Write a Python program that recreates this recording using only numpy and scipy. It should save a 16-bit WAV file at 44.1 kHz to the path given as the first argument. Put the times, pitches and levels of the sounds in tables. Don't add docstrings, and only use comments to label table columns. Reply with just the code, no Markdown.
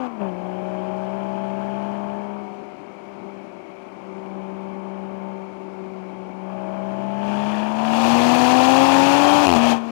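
import sys
import numpy as np
from scipy import signal
from scipy.fft import rfft, irfft, next_fast_len
from scipy.io import wavfile
from scipy.ndimage import map_coordinates

SR = 44100
rng = np.random.default_rng(int(sys.argv[2]) if len(sys.argv) > 2 else 0)


def int16_out(signal):
    q = np.round(np.clip(np.atleast_2d(signal).T, -1, 1) * 32767)
    wavfile.write(sys.argv[1], SR, q.astype(np.int16))


N = 437013

# frequency in Hz, relative density in dB.
TYRE_SPECTRUM = [(15, -68), (25, -30.5), (140, -15), (193, -4), (274, -5.5), (378, 0.5), (445, -13.5),
                 (582, -9), (1340, -16.5), (1750, -28.5), (2300, -20), (3630, -38.5), (5140, -42),
                 (12200, -58.5), (15500, -88)]
# centre in seconds, pitch in Hz, half length in seconds, level in dB.
HIGH_WHISTLES = [(8.8, 3280, 0.074, -41.5), (9.032, 2767, 0.27, -37), (9.302, 3170, 0.088, -35),
                 (9.692, 3150, 0.082, -40.5)]
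# time in seconds, turns per second.
CRANK_SPEED = [(0, 87.5), (.112, 77.6), (.216, 67.2), (.32, 60), (.5, 61.5), (1.07, 63.4), (1.15, 64.9),
               (1.56, 65.25), (1.85, 67.1), (2.35, 67.7), (4.05, 63.75), (4.85, 64.5), (5.35, 64.25),
               (6.3, 62.65), (6.8, 64.25), (7.1, 66.3), (7.7, 71.7), (8.25, 80.7), (8.55, 84.6), (8.85, 90),
               (9.01, 91.1), (9.35, 97.9), (9.44, 96.5), (9.57, 77.4), (9.66, 79.6), (9.78, 76.6)]
# time in seconds, load from 0 (coasting) to 1 (pulling hard).
ENGINE_LOAD = [(.33, 0.61), (.8, .78), (1.9, 0.92), (2.3, 0.62), (2.45, 0.3), (2.78, 0), (3.35, 0.22),
               (3.55, 0.0049), (3.95, 0.069), (4.35, 0.43), (5.28, 0.51), (5.52, 0.22), (6.37, 0.37),
               (6.53, 0.67), (7.1, 0.97), (7.6, 0.98), (7.72, 0.84), (7.9, 0.88), (9.72, 0.99), (9.8, 0.47),
               (9.91, 0.36)]
# time in seconds, opening from 0 to 1.
FLAP_OPENING = [(.06, 0.31), (.1, 0.06), (6.8, 0.01), (7.16, 0.07), (7.29, 0.37), (7.5, 0.45), (7.75, 0.45),
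                (8.03, 0.92), (8.3, 0.99), (9.55, 1), (9.6, 0.79), (9.64, 0.94), (9.72, 0.94), (9.8, 0.48)]
# ignition cut in seconds, bite of the next gear in seconds, cut in dB, surge in dB.
UPSHIFTS = [(0.076, 0.201, -3, 5.5), (9.461, 9.553, -9, 0.5)]
# frequency in Hz, relative density in dB.
RASP_SPECTRUM = [(1200, -10.5), (2400, 8), (3600, 2), (4300, 3.5), (5500, -1), (6900, -2.5), (8000, -9),
                 (9500, -10), (10500, -13.5), (15500, -19.5)]
GAS_SHUT_SPECTRUM = [(30, -19), (60, -5), (90, -5.5), (130, 0), (260, 3.5), (350, 9), (470, 5), (650, 11.5),
                     (880, 13), (1120, 7.5), (1450, -14.5), (2200, -38.5)]
GAS_OPEN_SPECTRUM = [(35, -44), (80, -4), (150, 4.5), (250, 7), (360, 10.5), (450, 4.5), (620, 13.5),
                     (800, 15), (1000, 13.5), (1400, 1.5), (2200, -37.5)]
BARK_SHUT_SPECTRUM = [(900, -8.5), (1350, 1.5), (1700, 1.5), (1950, -6), (2200, -4.5), (2420, 1.5),
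                      (2750, -6), (3150, -1.5), (3350, -12), (3550, -19), (5000, -45)]
BARK_OPEN_SPECTRUM = [(900, -12.5), (1350, -1.5), (1800, 2), (2050, -10.5), (2420, 2.5), (2750, 1.5),
                      (3000, -2), (3230, -4.5), (3450, -1), (3700, -21), (5000, -43.5)]
# frequency in Hz, relative level in dB, 60 dB decay time in seconds.
PIPE_MODES = [(94, -17.5, 0.021), (385, -4, 0.017), (750, 5.5, 0.0086), (1060, -6, 0.0065),
              (2610, -10.5, 0.012)]
# centre in Hz, width in Hz, gain in dB.
EXHAUST_RESONANCES = [(251, 87, 4.5), (445, 47, -18), (532.5, 15, 4.5), (589, 49, 3.5), (624, 94, 2),
                      (700, 59, -10), (761, 97, 7.5), (914, 40, 9)]
# multiple of the four-stroke cycle rate, then relative levels
# in dB when cruising, when pulling and with the flap open.
CYLINDER_LINES = [(2, -25, -29.5, -24.5), (3, -25, -24, -17), (4, -26.5, -10.5, -19),
                  (7, -15, -12.5, -34.5), (8, -25.5, -16.5, -15.5), (9, -27, -14.5, -18.5),
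                  (10, -12.5, -12, -27), (14, -13.5, -23, -12), (15, -28, -19, -24), (16, -7, -17.5, -7),
                  (17, -15, -12, -21), (19, -24, -11.5, -18), (21, -19, -12.5, -15.5),
                  (22, -14, -24, -15.5), (23, -18.5, -8, -9), (24, -6.5, -10, -13), (25, -43, -21, -16),
                  (26, -8, 1.5, -17), (27, -24.5, -14, -35), (28, -2.5, -12.5, -14.5),
                  (29, -12.5, -23.5, -29), (30, -19, -29, -16.5), (32, -12.5, -12.5, -17.5),
                  (34, -13, -19, -31), (36, -12.5, -24, -28)]
# load from 0 to 1, then gains in dB of growl (and gas), bark and rasp.
EXHAUST_GAINS = [(0, -54.5, -60.5, -71), (.25, -48.5, -60.5, -69.5), (.5, -44.5, -56.5, -71),
                 (.75, -40, -52, -67), (1, -38.5, -47.5, -63)]
# load from 0 to 1, then gains in dB of firing note, octave, twelfth and drone.
NOTE_GAINS = [(0, -57.5, -50, -57.5, -56), (.25, -43.5, -40.5, -56.5, -56.5),
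              (.5, -38.5, -41, -49.5, -53.5), (.75, -37, -38.5, -44.5, -39), (1, -33, -40.5, -47.5, -35.5)]

EXHAUST_FLAP_DB, NOTE_FLAP_DB = (13, 18.5, 27.5), (9.7, 10.1, 18.6, 1)
TIME = np.arange(N) / SR


def amp(db):
    return 10 ** (np.asarray(db) / 20)


def unit(x):
    return x / np.sqrt(np.mean(x ** 2) + 1e-20)


def curve(rows):
    return np.interp(TIME, *np.transpose(rows))


def wobble(rate):
    knots = rng.standard_normal(int(N * rate / SR) + 4)
    return map_coordinates(knots, [np.arange(N) * rate / SR], mode="nearest")


def filtered(x, response):
    size = next_fast_len(N + 8192)
    return irfft(rfft(x, size) * response(np.fft.rfftfreq(size, 1 / SR)), size)[..., :N]


def noise(spectrum, gate=1):
    points_hz, db = np.transpose(spectrum)
    source = gate * rng.standard_normal(N)
    return unit(filtered(source, lambda hz: amp(np.interp(np.log(hz + 1), np.log(points_hz), db))))


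def partial(angle):
    return np.sqrt(2) * np.sin(angle + rng.uniform(0, 2 * np.pi))


def peak(hz, centre_hz, width_hz):
    return 1 / (1 + (2 * (hz - centre_hz) / width_hz) ** 2)


def puffs(crank, depth_db, uneven_db, scatter_db):
    stroke = np.cos(crank) + np.cos(crank / 2)
    return amp(uneven_db * stroke - depth_db * np.cos(3 * crank) + scatter_db * wobble(400))


def gains_at(by_load, flap_db, load, flap):
    loads, *columns = np.transpose(by_load)
    return [np.interp(load, loads, column) + flap * db for column, db in zip(columns, flap_db)]


def tyres(level_db, rumble_hz):
    roll = noise(TYRE_SPECTRUM)
    rumble = filtered(roll, lambda hz: 1 / (1 + (hz / rumble_hz) ** 4))
    return amp(level_db) * (roll + rumble * (amp(1.8 * wobble(16)) - 1))


def valve_ticks(crank, level_db, ring_hz, width_hz):
    taps = puffs(crank, depth_db=2, uneven_db=-1, scatter_db=-3) * rng.standard_normal(N)
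    return amp(level_db) * unit(filtered(taps, lambda hz: peak(hz, ring_hz, width_hz)))


def high_whistles(width_hz):
    out = np.zeros(N)
    for centre_s, hz, half_s, db in HIGH_WHISTLES:
        swell = amp(db) * np.exp(-((TIME - centre_s) / half_s) ** 2)
        out += swell * wobble(width_hz) * partial(2 * np.pi * hz * TIME + wobble(width_hz))
    return out


def crackle(start_s, gap_s, slowing_s, count, ring_db, crack_db, crack_t60, attack_s):
    t = np.arange(SR // 20) / SR
    rings, bursts = np.zeros((2, N))
    for k in range(count):
        start = round((start_s + k * gap_s + k * (k - 1) / 2 * slowing_s) * SR)
        pop_db = rng.normal(0, 1.8)
        ring = np.zeros(len(t))
        for hz, db, t60 in PIPE_MODES:
            decay = amp(db + rng.normal(0, 1) - 60 * t / t60)
            ring += decay * np.sin(2 * np.pi * hz * rng.normal(1, 0.043) * t)
        rings[start:start + len(t)] -= amp(pop_db + ring_db) * ring * (1 - np.exp(-t / attack_s))
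        bursts[start:start + len(t)] += amp(pop_db + crack_db - 60 * t / crack_t60)
    return rings + bursts * noise(RASP_SPECTRUM)


def overrun(crank, crank_hz, load, level_db, swell_db, pipe_hz, width_hz, order=11):
    tone_db = level_db + swell_db * peak(order * crank_hz, pipe_hz, width_hz)
    return amp(tone_db) * (1 - load) * partial(order * crank)


def rasp(crank, flap, shut_db, open_db, muffle_hz):
    bright = noise(RASP_SPECTRUM, puffs(crank, depth_db=1.5, uneven_db=-0.25, scatter_db=.9))
    dull = filtered(bright, lambda hz: 1 / np.sqrt(1 + (hz / muffle_hz) ** 4))
    level_db = shut_db + flap * (open_db - shut_db) + 0.54 * wobble(35)
    return amp(level_db) * (dull + flap * (bright - dull))


def bark(crank, flap, shut_db, open_db, half_open_db):
    gate = puffs(crank, depth_db=5, uneven_db=0.86, scatter_db=1.5)
    silenced = amp(shut_db) * (1 - flap) * noise(BARK_SHUT_SPECTRUM, gate)
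    direct = amp(open_db) * np.sqrt(flap) * noise(BARK_OPEN_SPECTRUM, gate)
    return amp(half_open_db * np.sin(np.pi * flap)) * (silenced + direct)


def gas(crank, flap, shut_db, open_db):
    gate = puffs(crank, depth_db=3, uneven_db=0.5, scatter_db=1.5)
    silenced = amp(shut_db) * (1 - flap) * noise(GAS_SHUT_SPECTRUM, gate)
    direct = amp(open_db) * flap ** 0.9 * noise(GAS_OPEN_SPECTRUM, gate)
    return silenced + direct


def growl(crank, crank_hz, throttle, flap, waver_db, upper_db, fall_db, pipe_hz, width_hz, pipe_db):
    out = np.zeros(N)
    for multiple, cruise_db, pull_db, open_db in CYLINDER_LINES:
        order = multiple / 2
        shut_db = cruise_db + throttle * (pull_db - cruise_db)
        swell_db = pipe_db * peak(order * crank_hz, pipe_hz, width_hz)
        line_db = shut_db + flap ** 2 * (open_db + swell_db - shut_db)
        out += amp(line_db + waver_db * wobble(7)) * partial(order * crank)
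    for step, order in enumerate(range(19, 28)):
        line_db = upper_db - fall_db * step - 7 * flap
        out += amp(line_db + 1.9 * wobble(25)) * partial(order * crank + .5 * wobble(40))
    return out * amp(0.64 * wobble(130))


def note_gains(load, flap, dip_s, dip_half_s, dip_db):
    note_db, octave_db, twelfth_db, drone_db = gains_at(NOTE_GAINS, NOTE_FLAP_DB, load, flap)
    dip = np.exp(-((TIME - dip_s) / dip_half_s) ** 4)
    return note_db, octave_db + dip_db * dip, twelfth_db, drone_db


def firing_note(crank, crank_hz, gains_db, burble, flutter_db, stumble_db):
    out = np.zeros(N)
    for order, db in zip((3, 6, 9, 10), gains_db):
        swell_db = sum(gain * peak(order * crank_hz, hz, width) for hz, width, gain in EXHAUST_RESONANCES)
        out += amp(db + swell_db + flutter_db * order / 3 * wobble(45)) * partial(order * crank)
    return out * amp(stumble_db * burble * wobble(16))


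def gear_changes(cut_ramp_s, bite_ramp_s, surge_s, settle_s):
    drop_db, lift_db, ragged = np.zeros((3, N))
    for cut_s, bite_s, cut_db, surge_db in UPSHIFTS:
        off = np.clip((TIME - cut_s) / cut_ramp_s + .5, 0, 1)
        on = np.clip((TIME - bite_s) / bite_ramp_s + .5, 0, 1)
        drop_db += cut_db * (off - on)
        lift_db += surge_db * on * np.exp(-((TIME - bite_s) / surge_s) ** 4)
        ragged += off * np.exp(-(np.maximum(TIME - bite_s, 0) / settle_s) ** 2)
    return drop_db, lift_db, ragged


def exhaust(crank, crank_hz, load, flap, burble, surge_db):
    throttle = load ** 2
    growl_db, bark_db, rasp_db = gains_at(EXHAUST_GAINS, EXHAUST_FLAP_DB, load, flap)
    tones_db = note_gains(load, flap, dip_s=6.8, dip_half_s=.36, dip_db=-6)
    note = firing_note(crank, crank_hz, tones_db, burble, flutter_db=0.15, stumble_db=2.5)
    song = overrun(crank, crank_hz, load, level_db=-57.5, swell_db=17.5, pipe_hz=742.7, width_hz=14)
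    lines = growl(crank, crank_hz, throttle, flap, waver_db=1.74, upper_db=-21, fall_db=1.25,
                  pipe_hz=780, width_hz=69, pipe_db=4.5)
    lines *= amp(growl_db - 2.5 * burble)
    flow = amp(growl_db + 2 * burble - 2 * throttle) * gas(crank, flap, shut_db=-3, open_db=3.5)
    pipe = amp(bark_db) * bark(crank, flap, shut_db=-2, open_db=-1, half_open_db=2.5)
    jet = amp(rasp_db) * rasp(crank, flap, shut_db=0.5, open_db=5, muffle_hz=11000)
    return amp(surge_db) * (note + song + lines + flow + pipe) + jet


def scene():
    crank_hz, load, flap = curve(CRANK_SPEED), curve(ENGINE_LOAD), curve(FLAP_OPENING)
    cut_db, surge_db, ragged = gear_changes(cut_ramp_s=.008, bite_ramp_s=.021, surge_s=.096, settle_s=.033)
    burble = np.clip(ragged + 0.44 * (1 - load) ** 2 + 0.22 * flap, 0, 1)
    crank = 2 * np.pi * np.cumsum(crank_hz * (1 + 0.0013 * wobble(40))) / SR
    crank += .07 * burble * wobble(70)
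    car = amp(cut_db) * exhaust(crank, crank_hz, load, flap, burble, surge_db)
    car += crackle(start_s=9.469, gap_s=.011, slowing_s=0.00017, count=9,
                   ring_db=-7.5, crack_db=-23.5, crack_t60=0.018, attack_s=0.00017)
    car += high_whistles(width_hz=220)
    car += tyres(level_db=-44, rumble_hz=500)
    car += valve_ticks(crank, level_db=-61, ring_hz=2245, width_hz=190)
    hiss = noise([(30, 24), (500, 12), (3000, 5)])
    return np.array([amp(5.5) * car, amp(-62) * car + amp(-83) * hiss])


def record(dry):
    ceiling, low_hz, top_hz = .85, 58, 15780
    rounded = dry / (1 + (np.abs(dry) / ceiling) ** 6) ** (1 / 6)
    thinned = signal.sosfilt(signal.butter(2, low_hz, "highpass", fs=SR, output="sos"), rounded)
    fade = signal.windows.tukey(N, .0005)
    return filtered(thinned * fade, lambda hz: hz < top_hz)


dry = scene()
out = record(dry)
int16_out(out)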